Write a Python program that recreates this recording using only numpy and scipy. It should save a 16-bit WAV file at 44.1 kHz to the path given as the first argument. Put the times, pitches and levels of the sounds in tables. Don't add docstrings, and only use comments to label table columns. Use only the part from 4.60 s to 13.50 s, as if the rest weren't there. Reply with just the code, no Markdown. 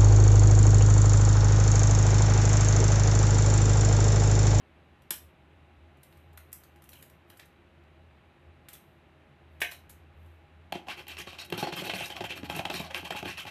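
import sys
import numpy as np
from scipy import signal
from scipy.fft import rfft, irfft
from scipy.io import wavfile
from scipy.ndimage import uniform_filter1d

SR = 44100
rng = np.random.default_rng(int(sys.argv[2]) if len(sys.argv) > 2 else 0)


def log_audio(samples):
    frames = np.atleast_2d(samples).T
    limited = np.clip(frames, -1, 1)
    pcm = np.round(limited * 32767).astype(np.int16)
    wavfile.write(sys.argv[1], SR, pcm)


N = 392490

# frequency in Hz, width in Hz, gain in dB.
BOWL_LOW = [(108.3, 10, -4.5), (176, 44, -3.5), (274, 38, -3.5), (357, 42, -2), (531, 28, -5),
            (696, 73, -1.5), (827.5, 50, 0.6)]
BOWL_HIGH = [(1095, 56, -0.5), (1397, 61, -7.5), (1586, 67, 2), (1990, 560, -4.5), (2417, 240, 1.5),
             (2656, 198, 7), (3146, 147, 5.5), (3830, 130, -2.5), (4287, 140, -3.5), (4720, 470, -17.5),
             (5550, 240, -13.5), (6570, 5100, -34)]
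# start in seconds, then levels in dB of the high modes,
# the lowest modes, the middle modes and the tick.
FORK_HITS = [(6.123, -21.5, -39, -27.5, -31), (6.1527, -40, -36.5, -33, -58), (6.2694, -42, -56, -47, -65),
             (6.2846, -30, -46, -40.5, -49), (6.392, -35, -57, -52, -52), (6.4674, -36, -57, -50, -50),
             (6.4811, -35, -61, -56, -28.5), (6.568, -30, -56, -58, -53), (6.6712, -31, -42, -44, -54),
             (6.7287, -38, -43, -45, -52), (6.7861, -32.5, -61, -47, -49), (6.9005, -33, -50, -53, -34.5),
             (6.9239, -21, -26.5, -28, -36), (6.977, -31, -36, -30.5, -30), (7.0267, -27, -26, -22.5, -40),
             (7.07, -31, -49, -26.5, -44), (7.125, -25.5, -34, -39, -50), (7.1649, -39, -50, -43, -34),
             (7.2196, -31, -32.5, -31, -43), (7.2664, -26, -56, -44, -39), (7.296, -21, -42, -26.5, -49),
             (7.3353, -25, -31, -33, -43), (7.4068, -29, -31, -32, -44), (7.5013, -28, -44, -37, -40),
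             (7.5647, -25, -58, -60, -44), (7.6065, -25.5, -29.5, -30.5, -52), (7.64, -29, -37, -33, -43),
             (7.7038, -25.5, -37.5, -39, -49), (7.7747, -32, -52, -58, -39), (7.8302, -34, -36, -43, -60),
             (7.8478, -43, -52, -56, -50), (7.8979, -21, -34.5, -26.5, -34), (7.9628, -38, -46, -45, -27),
             (7.9918, -22, -31.5, -28, -36), (8.0524, -19.5, -36, -28, -38), (8.0992, -18.5, -36, -27, -38),
             (8.1403, -23, -36.5, -45, -48), (8.199, -30, -32.5, -28.5, -37),
             (8.3072, -33, -51, -39.5, -56), (8.3454, -21.5, -44, -34.5, -32), (8.428, -41, -37, -41, -54),
             (8.45, -32, -46, -43, -48), (8.5061, -23, -34, -28.5, -30), (8.5485, -34, -37.5, -31.5, -54),
             (8.6269, -28.5, -32, -31.5, -45), (8.6551, -27.5, -29.5, -35, -45),
             (8.6903, -34, -42, -38, -47), (8.772, -33.5, -63, -58, -54), (8.852, -38, -38, -40, -49),
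             (8.8702, -36, -45, -39.5, -54)]
# middle and half length in seconds, then levels in dB
FORK_SWEEPS = [(6.153, 0.03, -48, -61, -70), (6.311, 0.03, -39.5, -56, -63),
               (6.394, 0.033, -50, -62, -62.5), (6.508, 0.038, -45.5, -53.5, -63),
               (6.598, 0.028, -42, -54, -53), (6.689, 0.034, -47, -54, -65),
               (6.747, 0.031, -54.5, -65, -73), (6.807, 0.029, -45.5, -44.5, -55.5),
               (6.854, 0.0094, -53, -66, -54.5), (6.939, 0.026, -42, -60, -65),
               (6.996, 0.028, -40.5, -42.5, -49), (7.041, 0.019, -40, -50, -63),
               (7.083, 0.021, -43, -48, -67), (7.135, 0.016, -39.5, -46.5, -68),
               (7.188, 0.04, -40.5, -54, -48.5), (7.263, 0.03, -42, -47, -51.5),
               (7.308, 0.018, -34.5, -52, -71), (7.358, 0.029, -39, -47, -51.5),
               (7.412, 0.043, -40, -65, -53), (7.46, 0.028, -48.5, -52, -51), (7.516, 0.027, -44, -61, -61),
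               (7.57, 0.02, -45.5, -56, -63), (7.618, 0.013, -43, -56, -64), (7.652, 0.018, -40, -58, -54),
               (7.713, 0.03, -42.5, -54, -69), (7.773, 0.025, -44, -60, -60),
               (7.853, 0.016, -44.5, -52, -60), (7.915, 0.031, -42, -57, -58),
               (7.973, 0.035, -41.5, -54, -50.5), (8.062, 0.018, -44.5, -57, -60),
               (8.113, 0.017, -39.5, -48, -60), (8.156, 0.031, -41, -40, -49),
               (8.21, 0.022, -46.5, -54, -57), (8.252, 0.027, -46, -53, -65), (8.312, 0.015, -45, -69, -77),
               (8.367, 0.038, -40.5, -53.5, -52.5), (8.461, 0.023, -42.5, -51, -55),
               (8.519, 0.02, -39, -62, -58), (8.576, 0.027, -39.5, -47, -54),
               (8.66, 0.021, -42.5, -60, -63), (8.701, 0.035, -39.5, -48, -54.5),
               (8.796, 0.033, -42, -53, -55), (8.879, 0.021, -44, -54, -65)]
SWEEP_RISE = .7


def from_db(db):
    return 10 ** (np.asarray(db) / 20)


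def unit_rms(x):
    return x / np.sqrt(np.mean(x ** 2) + 1e-20)


def level_curve(rows, outside_db=None):
    times, db = np.transpose(rows)
    return from_db(np.interp(np.arange(N) / SR, times, db, left=outside_db, right=outside_db))


def drift(per_s):
    return np.interp(np.arange(N) * per_s / SR, np.arange(900), rng.standard_normal(900))


def coloured(spectrum):
    points_hz, points_db = np.transpose(spectrum)
    hz = np.maximum(np.arange(N // 2 + 1) * SR / N, 1)
    shape = from_db(np.interp(np.log(hz), np.log(points_hz), points_db))
    return unit_rms(irfft(rfft(rng.standard_normal(N)) * shape, N))


def highpass(x, edge_hz):
    return signal.sosfilt(signal.butter(2, edge_hz, "high", fs=SR, output="sos"), x)


def resonate(x, hz, width_hz):
    r = np.exp(-np.pi * width_hz / SR)
    poles = [1, -2 * r * np.cos(2 * np.pi * hz / SR), r * r]
    return signal.lfilter([(1 - r * r) / 2, 0, (r * r - 1) / 2], poles, x + 1e-18)


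def body(x, modes):
    return sum((-1) ** k * from_db(db) * resonate(x, hz, width)
               for k, (hz, width, db) in enumerate(modes))


def roaming_body(excite, modes, patchy_db):
    return sum(from_db(db + patchy_db * drift(per_s=25)) * resonate(excite(), hz, width)
               for hz, width, db in modes)


def grains(per_s, spread_db):
    where, size, sign = rng.random((int(per_s * N / SR), 3)).T
    heights = from_db(spread_db * np.minimum(-np.log(size + 1e-9), 4)) * np.sign(sign - .5)
    return unit_rms(np.bincount((where * N).astype(int), heights, minlength=N))


def taps(times, gains, soft_hz):
    out = np.zeros(N)
    out[np.round(np.asarray(times) * SR).astype(int)] = gains * rng.choice([-1, 1], len(times))
    return signal.sosfilt(signal.butter(2, soft_hz, fs=SR, output="sos"), out + 1e-18)


def bursts(times, gains, lengths_s):
    out, t = np.zeros(N + 2000), np.arange(2000) / SR
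    for start, gain, length in np.broadcast(times, gains, lengths_s):
        puff = rng.standard_normal(len(t)) * t * np.exp(-t / (0.46 * length + 1e-4))
        out[round(start * SR):][:2000] += gain * puff / np.abs(puff).max()
    return out[:N]


def swells(middles, halves, levels_db, rise):
    out, t = np.zeros(N + 24000), np.arange(-12000, 12000) / SR
    for middle, half, db in zip(middles, halves, levels_db):
        shape = np.exp(-np.where(t < 0, (t / (rise * half)) ** 4, (t / half) ** 2))
        out[round(middle * SR):][:24000] += from_db(db) * shape
    return out[12000:N + 12000]


def bubbles(times, gains, pitches_hz, lengths_s, glide):
    out = np.zeros(N + SR)
    for start, gain, hz, length in np.broadcast(times, gains, pitches_hz, lengths_s):
        t = np.arange(round(7 * length * SR)) / SR
        phase = 2 * np.pi * hz * t * (1 + glide * np.minimum(t / length, 2))
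        out[round(start * SR):][:len(t)] += gain * np.sin(phase) * t / length * np.exp(1 - t / length)
    return out[:N]


def struck(times, levels_db, modes, spread_s, soft_hz, patchy_db):
    _, width, db = np.transpose(modes)
    gains = from_db(levels_db) / np.linalg.norm(from_db(db) * 2 * np.pi * width / SR)
    excite = lambda: taps(times + spread_s * rng.random(len(times)), gains, soft_hz)
    return roaming_body(excite, modes, patchy_db)


def rubbed(modes, per_s, spread_db, patchy_db):
    return unit_rms(roaming_body(lambda: grains(per_s, spread_db), modes, patchy_db))


def fan():
    # frequency in Hz, relative density in dB.
    air_spectrum = [(15, -89), (25, -49), (60, -11.5), (79, -5), (113, -14.5), (140, -5.5), (174, -12.5),
                    (436, -16), (497, -31.5), (530, -19.5), (803, -18.5), (857, -21), (2720, -25),
                    (4600, -42), (5980, -69.5), (10100, -120)]
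    # frequency in Hz, width in Hz, level in dB.
    air_tones = [(50, 8, -81.5), (144, 13, -73.5), (342, 30, -72), (524, 50, -76), (628, 15, -77.5),
                 (821, 11, -76)]
    # time in seconds, level in dB.
    hum_levels = [(0, -64.5), (1.1, -59), (2.3, -62.5), (4.3, -65.5), (4.9, -61), (5.3, -62.5),
                  (5.75, -54.5), (6.4, -62.5), (7.6, -61), (8.2, -57.5), (8.9, -61.5)]

    def narrow_noise(hz, width_hz):
        band = resonate(rng.standard_normal(N), hz, width_hz)
        return unit_rms(resonate(band, hz, width_hz))

    air = from_db(-60.5) * coloured(air_spectrum)
    tones = sum(from_db(db) * narrow_noise(hz, width) for hz, width, db in air_tones)
    hum = narrow_noise(hz=79.7, width_hz=6)
    hum /= np.abs(signal.hilbert(hum)) / np.sqrt(2) + .1
    waver = from_db(4.5 * drift(per_s=9))
    return air + tones + level_curve(hum_levels) * waver * hum


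def kitchen(x, t60_s=.24, gap_s=.0021, wall_cut_hz=10000):
    t = np.arange(SR // 2) / SR
    onset = np.clip((t - gap_s) / .002, 0, 1)
    spectrum = rfft(rng.standard_normal(len(t)) * from_db(-60 * t / t60_s) * onset)
    spectrum /= np.sqrt(uniform_filter1d(np.abs(spectrum) ** 2, size=60))
    tail = irfft(spectrum)[:SR // 3]
    tail = signal.lfilter([1], [1, -np.exp(-2 * np.pi * wall_cut_hz / SR)], tail)
    return signal.fftconvolve(x, tail / np.linalg.norm(tail))[:N]


def counter_knock():
    # frequency in Hz, width in Hz, gain in dB.
    hollow_modes = [(392, 240, -14.5), (721, 25, -5.5), (1260, 110, -25), (1535, 37, 2), (1620, 64, 0),
                    (1820, 78, 7), (1810, 55, -2), (1980, 70, -0.5), (2130, 43, 1), (2265, 63, 1.5),
                    (2460, 67, 2), (2520, 82, 1.5), (2990, 160, -6.5), (3260, 130, -8), (3600, 400, -13),
                    (5030, 600, -21)]
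    return body(taps([5.017], from_db(14), soft_hz=5020), hollow_modes)


def snaps_and_clicks():
    # start in seconds, burst and ring levels in dB, length in seconds.
    # The four rows from 5.0 to 5.3 s are the hard clicks of the hollow object being set down.
    contacts = [(0.42, -55.5, -49, 0.0035), (0.5056, -15, -15, .004), (1.37, -63, -59, .0046),
                (1.4313, -40, -43.5, 0.0044), (1.524, -54, -46, 0.0046), (1.571, -54, -50, 0.0053),
                (1.73, -55, -54, .0058), (1.774, -35, -33.5, .0041), (1.918, -49, -49, .0033),
                (1.928, -27.5, -39, .0037), (2.036, -46, -41, 0.0057), (2.16, -55, -44, 0.0035),
                (2.221, -47, -45, .0038), (2.239, -43.5, -51, .0045), (2.2902, -34.5, -40, 0.0035),
                (2.331, -42, -35, .006), (2.424, -36, -40, .0042), (2.498, -45.5, -48, 0.0041),
                (2.6984, -42, -37.5, .0062), (2.771, -45, -43.5, .0061), (2.795, -44, -30, .0061),
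                (2.855, -51, -56, .0045), (3.236, -71, -53, 0.0048), (4.085, -34.5, -32, .0054),
                (4.129, -35, -38, 0.011), (4.151, -43, -41, .0037), (5.003, -33, -30, .012),
                (5.016, -23.5, -12.5, .0085), (5.109, -36, -24, 0.016), (5.2927, -40.5, -39, .015),
                (5.66, -61, -58, .0047)]
    # frequency in Hz, width in Hz, gain in dB.
    ring_modes = [(343, 110, -11), (750, 250, 1.5), (1440, 1400, 4.5), (2100, 700, 4), (3100, 600, 5.5),
                  (3920, 350, 2.5), (5810, 650, -8)]
    starts, burst_db, ring_db, lengths = np.transpose(contacts)
    burst = highpass(bursts(starts, from_db(burst_db), lengths), edge_hz=8200)
    return burst + struck(starts, ring_db, ring_modes, spread_s=lengths, soft_hz=9000, patchy_db=2.5)


def egg_opening():
    # middle and half length in seconds, level in dB.
    rubs = [(1.53, .12, -76), (2.0, 0.19, -81), (2.37, 0.1, -63), (2.76, 0.085, -75), (4.22, 0.12, -79),
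            (4.95, .06, -85), (5.66, .11, -80)]
    # start in seconds, peak in dB, pitch in Hz.
    white_pops = [(1.777, -49, 1640), (2.2588, -61, 3130), (2.307, -62, 1260), (2.321, -56, 4430),
                  (2.34, -56, 2600), (2.355, -52, 3170), (2.372, -53, 3340), (2.4009, -57, 2690),
                  (2.43, -59, 1870), (2.723, -58, 1790), (2.793, -51, 1940), (2.83, -54, 2000),
                  (4.0857, -56, 1620), (4.1245, -61, 3150), (4.1394, -51, 3780)]
    bowl_tap = body(taps([.507], gains=1.0, soft_hz=2000), BOWL_LOW)
    friction = unit_rms(highpass(grains(per_s=6000, spread_db=6), edge_hz=9700))
    rubbing = swells(*np.transpose(rubs), rise=.95) * friction
    starts, pop_db, pop_hz = np.transpose(white_pops)
    pops = bubbles(starts, from_db(pop_db), pop_hz, lengths_s=.0013, glide=-.038)
    return bowl_tap + rubbing + pops


def chatter(times, blow_db, decay_s=.015):
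    kicks = np.bincount(np.round(times * SR).astype(int), from_db(blow_db - 13), minlength=N)
    return signal.lfilter([1], [1, -np.exp(-1 / (decay_s * SR))], kicks + 1e-18)


def bowl_rumble(sweep_share=.73):
    # time in seconds, level in dB.
    pressure = [(6.1, -54.5), (6.29, -56), (6.72, -62), (6.94, -50), (7.14, -45.5), (7.47, -54),
                (7.73, -50), (8.03, -46.5), (8.9, -57)]
    starts, _, lowest_db, middle_db, _ = np.transpose(FORK_HITS)
    middles, halves, *_ = np.transpose(FORK_SWEEPS)
    sweeping = swells(middles, halves, np.zeros_like(halves), SWEEP_RISE)
    rumble = level_curve(pressure, outside_db=-140) * (1 - sweep_share + sweep_share * sweeping)
    lowest = rubbed(BOWL_LOW[:4], per_s=800, spread_db=1.8, patchy_db=6.5)
    middle = rubbed(BOWL_LOW[4:], per_s=800, spread_db=1.9, patchy_db=5)
    return (rumble + chatter(starts, lowest_db)) * lowest + (rumble + chatter(starts, middle_db)) * middle


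def fork_sweeps():
    middles, halves, *levels_db = np.transpose(FORK_SWEEPS)
    drag, squeeze, splash = (swells(middles, halves, db, SWEEP_RISE) for db in levels_db)
    scrape = rubbed(BOWL_HIGH[:7], per_s=3000, spread_db=2.3, patchy_db=4)
    squelch = rubbed(BOWL_HIGH[7:], per_s=1500, spread_db=2.8, patchy_db=4)
    droplets = from_db(2.8 * drift(per_s=60)) * grains(per_s=3000, spread_db=0)
    spatter = unit_rms(highpass(droplets, edge_hz=5400))
    when, pitch, size = rng.random((500, 3)).T
    first_hit_s = FORK_HITS[0][0]
    born = first_hit_s + when * (N / SR - first_hit_s)
    froth_hz, spray_hz = 800 * 6.0 ** pitch, 4500 * 2.9 ** pitch
    froth = bubbles(born, from_db(3.4 * size - 5.5), froth_hz, 4.5 / froth_hz, glide=.12)
    spray = bubbles(born[::-1], from_db(7.6 * size + .5), spray_hz, 8.4 / spray_hz, glide=.049)
    return drag * (scrape + froth) + squeeze * squelch + splash * (spatter + spray)


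def fork_strikes():
    starts, high_db, lowest_db, middle_db, tick_db = np.transpose(FORK_HITS)
    lowest = struck(starts, lowest_db, BOWL_LOW[:4], spread_s=.0036, soft_hz=1500, patchy_db=4.5)
    middle = struck(starts, middle_db, BOWL_LOW[4:], spread_s=.00311, soft_hz=3500, patchy_db=3)
    high = struck(starts, high_db, BOWL_HIGH, spread_s=.004, soft_hz=9100, patchy_db=2.5)
    tick = highpass(bursts(starts, from_db(tick_db), lengths_s=.003), edge_hz=8800)
    return lowest + middle + high + tick


def scene():
    handling, knock = snaps_and_clicks() + egg_opening(), counter_knock()
    beating = fork_strikes() + bowl_rumble() + fork_sweeps()
    room = kitchen(from_db(-3) * handling + from_db(-2) * knock + from_db(-10) * beating)
    near = highpass(handling + knock + beating + room, edge_hz=56)
    port_ring = (from_db(4.5) - 1) * resonate(near, hz=12300, width_hz=1500)
    return (near + port_ring + fan())[None]


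def record(dry, cutoff_hz=14500):
    # frequency in Hz, relative density in dB.
    hiss_spectrum = [(2350, -26), (4000, 2.5), (4170, -23.5), (4690, -10), (7400, -14), (11900, -15.5),
                     (14200, -21)]
    hiss = from_db(-82) * coloured(hiss_spectrum)
    return signal.sosfilt(signal.cheby2(20, 45, cutoff_hz, fs=SR, output="sos"), dry + hiss)


dry = scene()
out = record(dry)
log_audio(out)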